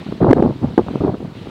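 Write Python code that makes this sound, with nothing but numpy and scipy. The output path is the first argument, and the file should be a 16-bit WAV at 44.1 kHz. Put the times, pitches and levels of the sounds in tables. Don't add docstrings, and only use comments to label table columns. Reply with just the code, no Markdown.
import sys
import numpy as np
from scipy import signal
from scipy.fft import rfft, irfft
from scipy.io import wavfile
from scipy.ndimage import uniform_filter1d

SR = 44100
rng = np.random.default_rng(int(sys.argv[2]) if len(sys.argv) > 2 else 0)


def transcribe(signal):
    frames = np.atleast_2d(signal).T
    limited = np.clip(frames, -1, 1)
    pcm = np.round(limited * 32767).astype(np.int16)
    wavfile.write(sys.argv[1], SR, pcm)


def field_ratio(decibels):
    return 10 ** (np.asarray(decibels, dtype=float) / 20)


N = 66150
GUST_REF_DB = -25


def evened(x):
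    return x / np.sqrt(np.mean(x ** 2) + 1e-20)


def smooth_twice(x, size, axes=(0, 0)):
    for axis in axes:
        x = uniform_filter1d(x, size=size, axis=axis)
    return x


def read(points, hz):
    f, value = np.transpose(points)
    return np.interp(np.log(hz + 1), np.log(f + 1), value)


def unit(db):
    return db - 10 * np.log10(np.mean(field_ratio(db) ** 2, axis=0))


def shaped(field_db, size):
    hop = size // 4
    frames, hz = N // hop + 5, np.fft.rfftfreq(size, 1 / SR)
    real, imag, patches = rng.standard_normal((frames, len(hz), 3)).T
    patches = evened(smooth_twice(patches, 8, axes=(0, 1)))
    t = np.arange(frames) * hop / SR
    white = real + 1j * imag
    white_level = signal.istft(white, nperseg=size, noverlap=size - hop)[1].std()
    coloured = white * field_ratio(field_db(hz[:, None], t, patches))
    return signal.istft(coloured, nperseg=size, noverlap=size - hop)[1][:N] / white_level


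# (f/Hz, level/dB per Hz)
AIR_HISS = [(300, -4.5), (900, 2.5), (1800, -2), (4000, -4), (5600, -16.5), (9000, -24), (12000, -30),
            (16500, -29.5)]
# (t/s, level/dB)
BLADE_PASSES = [(0, -48.5), (.17, -51), (.28, -52), (.6, -52), (.75, -51.5), (.85, -51), (1.0, -50),
                (1.1, -53), (1.32, -53.5), (1.38, -49.5), (1.5, -51.5)]


def hillside():
    swish_hz, swish_width, swish_gain_db, swish_depth = 3060, 0.75, 0.5, 1.63
    hiss_db, patch_db = -46.5, 1.56

    def field(hz, t, patches):
        bass_cut = 12 * np.log2(np.maximum(300 / (hz + 1), 1))
        steady = unit(read(AIR_HISS, hz) - bass_cut) + hiss_db
        swell = np.interp(t, *np.transpose(BLADE_PASSES))
        lift = swish_gain_db + swish_depth * (swell - swell.mean())
        band = np.exp(-(np.log((hz + 1) / swish_hz) / swish_width) ** 2 / 2)
        return steady + band * lift + patch_db * patches

    return shaped(field, size=512)


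# (start t/s, length t/s, level/dB, change over its length level/dB)
PUFFS = [(.01, 0.023, -27.5, -8.5), (0.063, 0.082, -31, -4), (.203, 0.1, -15.5, 5), (0.346, 0.053, -23, 11),
         (0.432, 0.1, -15, -14), (0.606, 0.043, -30, 7), (0.642, 0.068, -24.5, -2.5),
         (.779, .045, -15, -12), (0.862, 0.051, -25, -4.5), (0.934, 0.049, -27.5, -2.5),
         (1.004, 0.093, -17, -0.5), (1.108, 0.064, -27, -5.5), (1.203, 0.049, -26.5, -5.5),
         (1.388, 0.046, -44.5, -1), (1.453, 0.022, -34, 3)]


def gust():
    rise_s, fall_s, lull_db = 0.0022, 0.011, -37
    t, power = np.arange(N) / SR, field_ratio(lull_db) ** 2
    for start, length, db, change_db in PUFFS:
        since = t - start
        rise = np.clip(since / rise_s, 0, 1)
        fall = np.exp(-np.maximum(since - length, 0) / fall_s)
        strength = field_ratio(db + change_db * np.clip(since / length, 0, 1))
        power = power + (rise * fall * strength) ** 2
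    return 10 * np.log10(power)


# (f/Hz, level/dB per Hz)
CALM_COLOUR = [(18, -40.5), (30, -21.5), (119, 5.5), (292, 0.5), (355, -1), (819, -41), (1500, -34.5),
               (1950, -54.5), (3300, -120)]
# (f/Hz, level/dB per Hz)
STRONG_COLOUR = [(18, -44), (40, -19), (120, -4), (250, 0), (450, 0), (650, -5), (1100, -22), (2500, -54),
                 (4000, -100)]


def rumble(wind_db):
    rumble_db, flicker_db, lumps_db = -27.5, 4, 2
    calm_at_db, strong_at_db = -33, -16

    def coloured(colour):
        return shaped(lambda hz, t, patches: unit(read(colour, hz)) + lumps_db * patches, size=1024)

    flicker = evened(smooth_twice(rng.standard_normal(N), 250))
    share = np.clip((wind_db - calm_at_db) / (strong_at_db - calm_at_db), 0, 1)
    noise = np.sqrt(1 - share ** 2) * coloured(CALM_COLOUR) + share * coloured(STRONG_COLOUR)
    return field_ratio(rumble_db + wind_db - GUST_REF_DB + flicker_db * flicker) * noise


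def swirl(hz, length, sign, noise):
    tail_stretch, glide, crackle_db, crackle_top_hz = 1.2, 0.15, -12, 1100
    t = (np.arange(len(noise)) - len(noise) // 2) / SR
    u = t / (length * np.where(t > 0, tail_stretch, 1) * 0.5)
    shape = np.exp(-np.log(2) * u ** 2)
    swing = sign * np.cos(2 * np.pi * hz * t * (1 - glide * np.tanh(u / 2)))
    f = np.fft.rfftfreq(len(noise), 1 / SR)
    ratio = f / hz
    colour = ratio / (1 + ratio) ** 2 / (1 + (f / crackle_top_hz) ** 6)
    crackle = irfft(rfft(noise) * colour, len(noise))
    crackle /= np.sqrt(np.average(crackle ** 2, weights=shape ** 2))
    return shape * (swing + field_ratio(crackle_db) * crackle)


def small_eddies(wind_db):
    per_s, level_db, spread_db, turns, kinds = 350, -25.5, 2.5, 1, 24
    chance, luck, pick = rng.random((N, 3)).T
    size = field_ratio(spread_db * np.minimum(-np.log(luck + 1e-9), 3)) * (chance < per_s / SR)
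    kind = (pick * kinds).astype(int)
    out = np.zeros(N)
    for k, hz in enumerate(np.geomspace(120, 557, kinds)):
        eddy = swirl(hz, turns / hz, (-1) ** k, rng.standard_normal(2048))
        out += signal.oaconvolve(size * (kind == k), eddy, "same")
    return evened(out) * field_ratio(level_db + wind_db - GUST_REF_DB)


# (t/s, peak level/dB, f/Hz, length t/ms)
EDDIES = [(.066, -21, 214, 7.3), (0.09, -15.5, 173, 6), (.125, -11.5, 315, 3.1), (.220, -6, 150, 6.7),
          (0.259, -8.5, 215, 6), (.229, -.4, 320, 4.5), (.246, -6, 350, 5), (.271, -4.5, 345, 8),
          (.438, -7, 250, 5), (.462, -4, 258, 4), (.794, -2.5, 385, 4), (0.2999, 0.5, 338, 1.6),
          (.311, 1.5, 290.6, 9.5), (0.332, 5, 424, 4), (0.396, -7.5, 272, 7.5), (0.4259, 0, 364, 4.4),
          (.452, -5, 283, 2.2), (.632, -15.5, 239, 7.6), (0.645, -6, 234, 6.8), (.740, -18, 184, 4.6),
          (.7805, 4.5, 310, 3.5), (0.802, -11, 350, 3.2), (.913, -18, 233, 11), (.958, -6.5, 254, 3.1),
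          (1.011, -11, 392, 4.8), (1.039, -11, 356, 6), (1.049, -4.5, 314, 3.7), (1.081, -6.5, 407, 5.4),
          (1.143, -12, 265, 4.9), (1.472, -16.5, 250, 3.6)]
# (t/s, peak level/dB, f/Hz)
FLICKS = [(.1235, -17, 830), (.219, -20.5, 1330), (.235, -12.5, 1170), (.2465, -6, 880), (.269, -8, 900),
          (.292, -15, 1105), (.3135, -20, 1515), (.373, -21.5, 1100), (.382, -21, 1310),
          (.399, -21.5, 1200), (.4235, -27, 1025), (.449, -29.5, 1000), (.479, -16.5, 800),
          (.498, -31, 696), (.523, -50, 700), (.627, -37, 690), (.7785, -13.5, 1473), (.789, -7.5, 700),
          (.885, -16.5, 915), (1.028, -38, 900), (1.049, -26, 1200), (1.083, -24.5, 920), (1.145, -23, 980),
          (1.228, -23.5, 506), (1.249, -24.5, 547), (1.47, -26.5, 530)]


def big_eddies():
    flick_turns = 0.9
    rows = [(s, db, hz, ms / 1000) for s, db, hz, ms in EDDIES]
    rows += [(s, db, hz, flick_turns / hz) for s, db, hz in FLICKS]
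    out = np.zeros(N + 4096)
    for s, db, hz, length in rows:
        sign = np.sign(rng.standard_normal())
        sound = field_ratio(db) * swirl(hz, length, sign, rng.standard_normal(4096))
        part = out[round(s * SR):][:len(sound)]
        part += sound[:len(part)]
    return out[2048:N + 2048]


def scene():
    dip_db = -10
    wind_db, big = gust(), big_eddies()
    near = uniform_filter1d(abs(signal.hilbert(big)), size=200) / field_ratio(dip_db)
    turbulence = small_eddies(wind_db) + rumble(wind_db)
    return (hillside() + turbulence / (1 + near ** 2) + big)[None]


def roll_off(x):
    return signal.sosfilt(signal.butter(12, 16300, fs=SR, output="sos"), x)


def record(dry):
    ceiling, top_hz = 0.99, 16050
    cut = signal.sosfilt(signal.butter(2, 45, "high", fs=SR, output="sos"), dry)
    clipped = np.clip(cut, -ceiling, ceiling)
    treble_limit = signal.firwin(255, top_hz, window=("kaiser", 9), fs=SR)[None]
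    return roll_off(signal.oaconvolve(clipped, treble_limit, "same"))


dry = scene()
out = record(dry)
transcribe(out)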